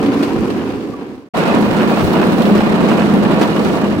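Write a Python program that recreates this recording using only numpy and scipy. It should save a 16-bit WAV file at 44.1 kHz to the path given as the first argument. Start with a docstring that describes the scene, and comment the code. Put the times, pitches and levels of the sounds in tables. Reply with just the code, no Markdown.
"""Riding a small rail cart

An engine-driven cart, heard from on board in two stretches: the first fades out, the second cuts in
nearer the engine. Worn wheels roar, knock with every turn and ring the steel; one cylinder thuds and
booms in the deck. Rail joints clack, grit and fittings tick, and wind buffets the microphone.
In the second stretch the flanges grind on the rail and a loose metal part jingles."""
import sys
import numpy as np
from scipy import signal
from scipy.fft import rfft, irfft
from scipy.io import wavfile

SR = 44100
rng = np.random.default_rng(int(sys.argv[2]) if len(sys.argv) > 2 else 0)


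def dump_mix(stems):
    """Bounce the given channels to the path in sys.argv[1] as a 16-bit WAV at rate SR."""
    frames = np.atleast_2d(stems).T  # one column per channel
    limited = np.clip(frames, -1, 1)  # hard clip at full scale
    pcm = np.round(limited * 32767).astype(np.int16)
    wavfile.write(sys.argv[1], SR, pcm)


N = 176400
T = np.arange(N) / SR
FADE_END_S, CUT_IN_S, CUT_RISE_S = 1.29, 1.336, 0.017  # first stretch ends; second starts and rises


def amp(db):
    return 10 ** (np.asarray(db) / 20)


def unit(x):
    """Scales to an rms of 1."""
    return x / np.sqrt(np.mean(x ** 2) + 1e-20)


def read(points, hz):
    """Reads a table over log frequency."""
    f, value = np.transpose(points)
    return np.interp(np.log(hz + 1), np.log(f + 1), value)


def colour(x, points):
    """Equalises by a table of frequency in Hz and gain in dB."""
    return irfft(rfft(x) * amp(read(points, np.fft.rfftfreq(N, 1 / SR))), N)


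def drift(hz):
    """A smooth random wander, moving up to about hz times a second."""
    times = T[::32]
    f = np.fft.rfftfreq(len(times), times[1])
    slow = irfft(rfft(rng.standard_normal(len(times))) / (1 + (f / hz) ** 4), len(times))
    return np.interp(T, times, unit(slow))


def ring(x, hz, width_hz):
    """One resonance, applied twice for steep sides."""
    pole = np.exp((2j * hz - width_hz) * np.pi / SR)
    return unit(signal.lfilter([1], [1, -2 * pole, pole ** 2], x).real)


def blow(age, rise_s, decay_s):
    """The envelope of a hit: quick attack, exponential decay."""
    out, live = np.zeros(N), (age > 0) & (age < 10 * decay_s)
    out[live] = (1 - np.exp(-age[live] / rise_s)) * np.exp(-age[live] / decay_s)
    return out


def surge(start_s, length_s):
    """The envelope of a swell: half a sine wave."""
    return np.sin(np.pi * np.clip((T - start_s) / length_s, 0, 1))


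def rattle(per_s, spread_db):
    """Sparse small impacts of slats and fittings, of very unequal size."""
    hits = (rng.random(N) < per_s / SR) * amp(spread_db * np.minimum(rng.exponential(1, N), 3))
    t = np.arange(SR // 100) / SR
    burst = rng.standard_normal((2, len(t))) * np.exp(-t / 0.00072)
    return unit(signal.oaconvolve(hits * rng.standard_normal((2, N)), burst, axes=1)[:, :N])


# The knocks of a worn wheel. Each row: place in the turn from 0 to 1, relative strength.
WHEEL_KNOCKS = [(0.233, 1.0), (.52, 0.65), (.66, 0.27), (.94, 0.13)]

def tread(turns_hz, knock, decay_s, flutter_db, flutter_hz, repeat):
    """Wheel on rail: roughness that partly repeats with each turn and swells at every knock."""
    turn = T * turns_hz
    knocks = sum(size * blow((turn - place) % 1 / turns_hz, 0.0045, decay_s)
                 for place, size in WHEEL_KNOCKS)
    worn = rng.standard_normal((2, SR))[:, (turn % 1 * SR / turns_hz).astype(int)]
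    rough = np.sqrt(repeat) * worn + np.sqrt(1 - repeat) * rng.standard_normal((2, N))
    return rough * (1 + knock * knocks) * amp(flutter_db * drift(flutter_hz))


# Faders for the rolling bed. Each row: time in seconds, then rumble, clatter and hiss in dB before trim.
FIRST_ROLL = [(0, -17, -25.5, -47.5), (.2, -19, -25.5, -43.5), (.4, -17.5, -28.5, -46),
              (.68, -21.5, -30, -49), (.8, -23.5, -34, -51.5), (.93, -25.5, -37, -54),
              (1.02, -29.5, -36.5, -57), (1.15, -30, -41.5, -58), (1.28, -44.5, -51.5, -69)]
SECOND_ROLL = [(1.37, -15.5, -18, -39.5), (1.57, -12.5, -19.5, -41), (1.63, -13.5, -22, -40),
               (1.7, -14.5, -21.5, -41.5), (1.8, -14.5, -20, -42), (1.92, -15, -19.5, -39),
               (2.01, -15.5, -20.5, -41), (2.05, -15.5, -23.5, -38.5), (2.14, -13.5, -19, -40),
               (2.23, -12.5, -18.5, -40), (2.36, -13.5, -21.5, -40.5), (2.52, -14, -21, -40.5),
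               (2.6, -16, -20.5, -41), (2.77, -14, -20, -41.5), (2.86, -11.5, -20, -40),
               (3.01, -15, -20.5, -40), (3.2, -12.5, -23, -42), (3.32, -14, -19.5, -42),
               (3.55, -15.5, -22.5, -40.5), (3.74, -14.5, -22, -39.5), (3.85, -16, -23, -43.5),
               (4, -17.5, -27, -45.5)]
# The tone of the roar. Each row: frequency in Hz, relative gain in dB.
FIRST_EQ = [(30, -32), (90, -18.5), (150, -14), (210, -3.5), (270, -5.5), (330, -5), (430, -7.5),
            (530, -14), (650, -22), (780, -16), (880, -23.5), (980, -17), (1400, -24), (2000, -28),
            (2500, -29), (3300, -35), (5000, -40), (7500, -47.5), (11000, -51), (15800, -55)]
SECOND_EQ = [(30, -28), (90, -17), (135, -11.5), (175, -4), (230, 0), (260, -6), (320, -4), (450, -9),
             (700, -11.5), (860, -15), (1080, -15.5), (1500, -20.5), (2000, -24), (2650, -26.5),
             (3300, -31.5), (4100, -34.5), (5000, -40), (7000, -46), (8000, -45.5), (9800, -51),
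             (11200, -49), (14000, -54), (15800, -51)]
# Its stereo width. Each row: frequency in Hz, left-right likeness (1 or more alike, -1 opposite).
FIRST_LIKENESS = [(60, -1), (130, 1.13), (290, 0.8), (640, 0.96), (1400, -0.03), (3000, 0), (15000, 0)]
SECOND_LIKENESS = [(60, -0.29), (130, 0.47), (220, 0.82), (640, 0.71), (1400, 0.032), (2600, -0.45),
                   (6000, 0.069), (15000, -0.11)]
# Its panning. Each row: frequency in Hz, left minus right in dB.
FIRST_PAN = [(80, -16.5), (170, -2), (260, -1.5), (400, -3), (700, -1), (2500, 0), (4000, -4), (9000, -0.5),
             (15000, 1)]
SECOND_PAN = [(80, -2.5), (200, 0), (260, -2.5), (340, -1), (1000, -1), (2500, -5), (4000, -7),
              (9000, -4.5), (14000, -2.5)]
RUMBLE_TOP_HZ, CLATTER_TOP_HZ = 518, 3940

def rolling(levels, eq, likeness, pan, turns_hz, knock, right_lead_rad, trims_db):
    """The wheels drive the frame in three bands: low rumble, rattling clatter and rail hiss."""
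    f = np.fft.rfftfreq(N, 1 / SR)
    low = 1 / (1 + (f / RUMBLE_TOP_HZ) ** 8)
    top = 1 - 1 / (1 + (f / CLATTER_TOP_HZ) ** 8)
    bands = np.sqrt([low, np.maximum(1 - low - top, 0), top])
    taps = rattle(per_s=420, spread_db=1.0)
    rumble = tread(turns_hz, knock * 0.45, decay_s=0.014, flutter_db=1.0, flutter_hz=59.6, repeat=0.25)
    clatter = tread(turns_hz, knock * 0.6, decay_s=0.015, flutter_db=1.07, flutter_hz=130, repeat=0.053)
    hiss = tread(turns_hz, knock * 1.5, decay_s=0.0068, flutter_db=1.17, flutter_hz=70, repeat=0.02)
    drives = [unit(rumble) + 0.21 * taps, unit(clatter) + 0.5 * taps, unit(hiss) + 0.26 * taps]
    alike, lean = np.clip(read(likeness, f), -1, 1), amp(read(pan, f) / 2)
    times, *faders = np.transpose(levels)
    out = np.zeros((2, N))
    for drive, band, fader, trim_db in zip(drives, bands, faders, trims_db):
        left, other = rfft(drive) * band * amp(read(eq, f))
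        right = (alike * left + np.sqrt(1 - alike ** 2) * other) * np.exp(1j * right_lead_rad * low)
        pair = irfft(np.array([left * lean, right / lean]), N)
        out += pair / pair.mean(0).std() * amp(np.interp(T, times, fader) + trim_db)
    return out


# Faders for the engine. Each row: time in seconds, relative level in dB.
FIRST_ENGINE = [(0, -14.5), (.25, -17.5), (.35, -29), (.53, -20.5), (.75, -29.5), (1.0, -29.5), (1.28, -48)]
SECOND_ENGINE = [(1.37, -26.5), (1.52, -24), (1.62, -16), (1.74, -19), (1.83, -22), (2.25, -36),
                 (2.35, -19.5), (2.5, -13.5), (2.78, -21), (2.95, -15.5), (3.2, -16.5), (3.45, -19),
                 (3.65, -27), (3.9, -17), (4, -30)]
# The bark of the exhaust. Each row: frequency in Hz, relative gain in dB.
BARK_EQ = [(40, -47), (150, 0.5), (330, -3), (600, -8.5), (1200, -26), (3000, -28), (9000, -64)]
FIRINGS_HZ = 25.8

def engine(levels, boom_hz, width_hz, boom_db, hum_db, bark_db, right_lead_rad):
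    """Uneven firings of one cylinder boom in the exhaust and deck; the harmonic nearest the boom hums."""
    cycle = np.cumsum(FIRINGS_HZ * (1 + 0.009 * drift(5))) / SR
    firings = unit(np.diff(np.floor(cycle), prepend=0) * (1 + 0.33 * rng.standard_normal(N)))
    puffs = unit(np.exp(-(cycle % 1) / 0.16) * rng.standard_normal(N))
    boom = ring(firings + 0.47 * puffs, boom_hz, width_hz)
    harmonic = np.round(boom_hz / FIRINGS_HZ)
    hum = unit(np.sin(2 * np.pi * harmonic * cycle) * amp(2.0 * drift(15)))
    bark = unit(colour(firings + 0.71 * puffs, BARK_EQ))
    left = amp(boom_db) * boom + amp(hum_db) * hum + amp(bark_db) * bark
    left *= amp(np.interp(T, *np.transpose(levels)))
    return np.array([left, irfft(rfft(left) * np.exp(1j * right_lead_rad), N)])


# The ring of the steel wheels and frame. Each row: pitch in Hz, width in Hz, relative level in dB.
STEEL_MODES = [(496, 34, -2.5), (689, 114, -5), (952, 110, -1), (1153, 93, -3), (1402, 250, -4.5),
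               (1660, 270, -8), (2465, 140, -11.5), (2866, 220, -10.5), (4060, 770, -26)]

def steel(levels, turns_hz, trim_db, swell_db):
    """Wheel knocks ring the steel, riding the clatter fader; each resonance swells and fades by itself."""
    times, _, clatter_db, _ = np.transpose(levels)
    drive = tread(turns_hz, knock=2.1, decay_s=0.022, flutter_db=3.5, flutter_hz=40, repeat=0.08)
    out = np.zeros((2, N))
    for hz, width_hz, db in STEEL_MODES:
        left, other = ring(drive * amp(swell_db * drift(13.5)), hz, width_hz)
        alike = 1 / (1 + (hz / 1300) ** 4)  # high rings spread wider
        out += amp(db) * np.array([left, alike * left + np.sqrt(1 - alike ** 2) * other])
    return unit(out) * amp(np.interp(T, times, clatter_db) + trim_db) * amp([[-1.5], [1.5]])


# The crackle of grit. Each row: frequency in Hz, relative gain in dB.
GRIT_EQ = [(500, -25), (1500, -6), (3000, 0), (5000, -4), (8000, -8), (15000, -16)]

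def grit(levels, trim_db):
    """Grit and loose slats tick at random, riding the hiss fader."""
    times, _, _, hiss_db = np.transpose(levels)
    crackle = unit(colour(rattle(per_s=70, spread_db=3.5), GRIT_EQ))
    return crackle * amp(np.interp(T, times, hiss_db) + trim_db)


# Hits on rail joints. Each row: start in seconds, clack level in dB, deck thump level in dB.
JOINT_HITS = [(0.026, -19, -27), (0.057, -45, -15), (0.124, -26, -19), (.226, -16, -6), (.497, -28, -27),
              (1.373, -16, -25), (1.545, -18, -27), (1.764, -17.5, -9), (2.005, -18, -31),
              (2.55, -16.5, -11), (2.883, -16, -26), (3.394, -21, -1), (3.412, -11.5, -3),
              (3.645, -19.5, -15)]
# The tone of the clack. Each row: frequency in Hz, relative gain in dB.
CLACK_EQ = [(60, -75), (200, -8.5), (400, 13.5), (1000, 2), (2000, -3.5), (3000, -9), (6000, -16.5),
            (11000, -25.5), (15800, -32)]

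def rail_joints():
    """Wheels strike rail joints: the frame clacks and the deck thumps."""
    level = sum(amp(db) * blow(T - start, 0.0017, 0.02) for start, db, _ in JOINT_HITS)
    centre = rng.standard_normal(N)
    noise = unit(colour(rng.standard_normal((2, N)) + 0.59 * centre, CLACK_EQ))
    out = noise * level * amp([[-1.5], [1.5]])
    for start, _, thump_db in JOINT_HITS:
        age, thump_hz = T - start, 302 * rng.uniform(0.93, 1.15)
        out += amp(thump_db) * blow(age, 0.0039, 0.0097) * np.sin(2 * np.pi * thump_hz * age)
    return out


# Sharp ticks of loose fittings. Each row: start in seconds, level in dB.
FITTING_TICKS = [(.061, -26), (.135, -29), (0.23, -22.5), (0.503, -27.5), (.7, -36), (.805, -38),
                 (1.711, -32), (2.131, -25), (2.42, -23.5), (2.453, -23), (3.314, -25), (3.428, -20)]
# Their bright snap. Each row: frequency in Hz, relative gain in dB.
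TICK_EQ = [(300, -25), (1200, -17), (2900, 6.5), (4300, 2), (6500, -12.5), (15000, -18)]

def fittings():
    """Loose fittings snap against the frame."""
    level = sum(amp(db) * blow(T - start, 0.0012, 0.0091) for start, db in FITTING_TICKS)
    return unit(colour(rng.standard_normal((2, N)), TICK_EQ)) * level * amp([[-1], [1]])


# Buffets of wind. Each row: start in seconds, length in seconds, level in dB.
WIND_BUFFETS = [(0.334, 0.11, -22), (1.634, 0.16, -26), (1.97, .16, -21.5), (2.54, 0.11, -31),
                (3.207, 0.077, -20)]
# Their bassy weight. Each row: frequency in Hz, relative gain in dB.
WIND_EQ = [(15, -23), (40, -9), (80, 6.5), (130, 3.5), (250, -20), (800, -48), (4000, -80)]

def wind(bed_db):
    """Lumpy low turbulence, different at each microphone port; a soft bed joins in the second stretch."""
    bed = amp(bed_db + 3 * drift(6)) * (T > CUT_IN_S)
    buffets = sum(amp(db) * surge(start, length) ** 2 for start, length, db in WIND_BUFFETS)
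    return unit(colour(rng.standard_normal((2, N)), WIND_EQ)) * (bed + buffets) * amp([[1], [-1]])


# Flange grinds. Each row: start in seconds, length in seconds, body level in dB, high rasp level in dB.
FLANGE_GRINDS = [(1.342, 0.26, -28.5, -37), (1.74, 0.11, -24, -41), (1.97, .06, -23.5, -51),
                 (2.13, .15, -30, -44), (2.523, 0.15, -28, -48), (2.899, .05, -23, -32),
                 (2.971, 0.078, -25.5, -42)]
# The body of the grind. Each row: frequency in Hz, relative gain in dB.
GRIND_EQ = [(200, -30), (600, -6), (1050, 0), (1450, -1), (2000, -9), (2800, -8), (4500, -20), (9000, -36),
            (16000, -50)]

def flanges():
    """A wheel flange rubs the rail in rough, sticking surges."""
    rub = rattle(per_s=900, spread_db=4)
    body = unit(colour(rub + 0.3 * rub[::-1], GRIND_EQ))  # crossfeed narrows the image
    rasp = ring(rub, hz=2560, width_hz=220)
    sound = sum((amp(body_db) * body + amp(rasp_db) * rasp) * surge(start, length)
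                for start, length, body_db, rasp_db in FLANGE_GRINDS)
    return sound * amp([[-1.5], [1.5]])


# Shakes of a loose metal part. Each row: start in seconds, level in dB before panning.
JINGLE_SHAKES = [(1.631, -40), (1.72, -39), (1.8, -44), (1.88, -39), (1.96, -39), (2.025, -35), (2.12, -39),
                 (2.21, -44), (2.3, -42), (2.37, -39), (2.42, -41), (2.47, -43), (2.56, -43), (2.89, -40),
                 (3.14, -46), (3.31, -47), (3.42, -47)]
# Its shimmer. Each row: frequency in Hz, relative gain in dB.
JINGLE_EQ = [(7000, -36), (11000, -8), (13000, -17), (14300, -13), (14770, 0), (15050, -4), (15350, -3),
             (15900, -9)]

def jingle():
    """A loose metal part rings very high, to the right."""
    level = sum(amp(db) * blow(T - start, 0.0082, 0.055) for start, db in JINGLE_SHAKES)
    return unit(colour(rng.standard_normal((2, N)), JINGLE_EQ)) * level * amp([[-11], [2]])


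def scene():
    """The two stretches, with a moment of silence between them."""
    first_turns_hz, second_turns_hz = 11.1, 11.86  # wheel speed
    first = rolling(FIRST_ROLL, FIRST_EQ, FIRST_LIKENESS, FIRST_PAN, first_turns_hz,
                    knock=0.26, right_lead_rad=-0.076, trims_db=(0.5, 0.04, 0.6))
    first += engine(FIRST_ENGINE, boom_hz=271.3, width_hz=31,
                    boom_db=-3.5, hum_db=-10.5, bark_db=-17.5, right_lead_rad=-0.16)
    first += steel(FIRST_ROLL, first_turns_hz, trim_db=-8.5, swell_db=6.0)
    second = rolling(SECOND_ROLL, SECOND_EQ, SECOND_LIKENESS, SECOND_PAN, second_turns_hz,
                     knock=1.3, right_lead_rad=0.63, trims_db=(-0.53, -1.13, 0.85))
    second += engine(SECOND_ENGINE, boom_hz=204, width_hz=69,
                     boom_db=-6.0, hum_db=-3.5, bark_db=-9, right_lead_rad=0.79)
    second += steel(SECOND_ROLL, second_turns_hz, trim_db=-6.5, swell_db=2.3)
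    first += grit(FIRST_ROLL, trim_db=-5.5)
    second += grit(SECOND_ROLL, trim_db=-8)
    accents = rail_joints() + flanges() + fittings() + jingle() + wind(bed_db=-37)
    first_gate = np.clip((FADE_END_S - T) / 0.0059, 0, 1)
    second_gate = np.clip((T - CUT_IN_S) / CUT_RISE_S, 0, 1)
    return first_gate * (first + accents) + second_gate * (second + accents)


def record(dry):
    """Soft overload at full scale, then a steep cut of the highest treble."""
    limited = dry / (1 + dry ** 8) ** (1 / 8)
    lowpass = signal.firwin(1023, cutoff=15880, window=("kaiser", 9), fs=SR)
    return signal.oaconvolve(limited, lowpass[None], "same")


dry = scene()
out = record(dry)
dump_mix(out)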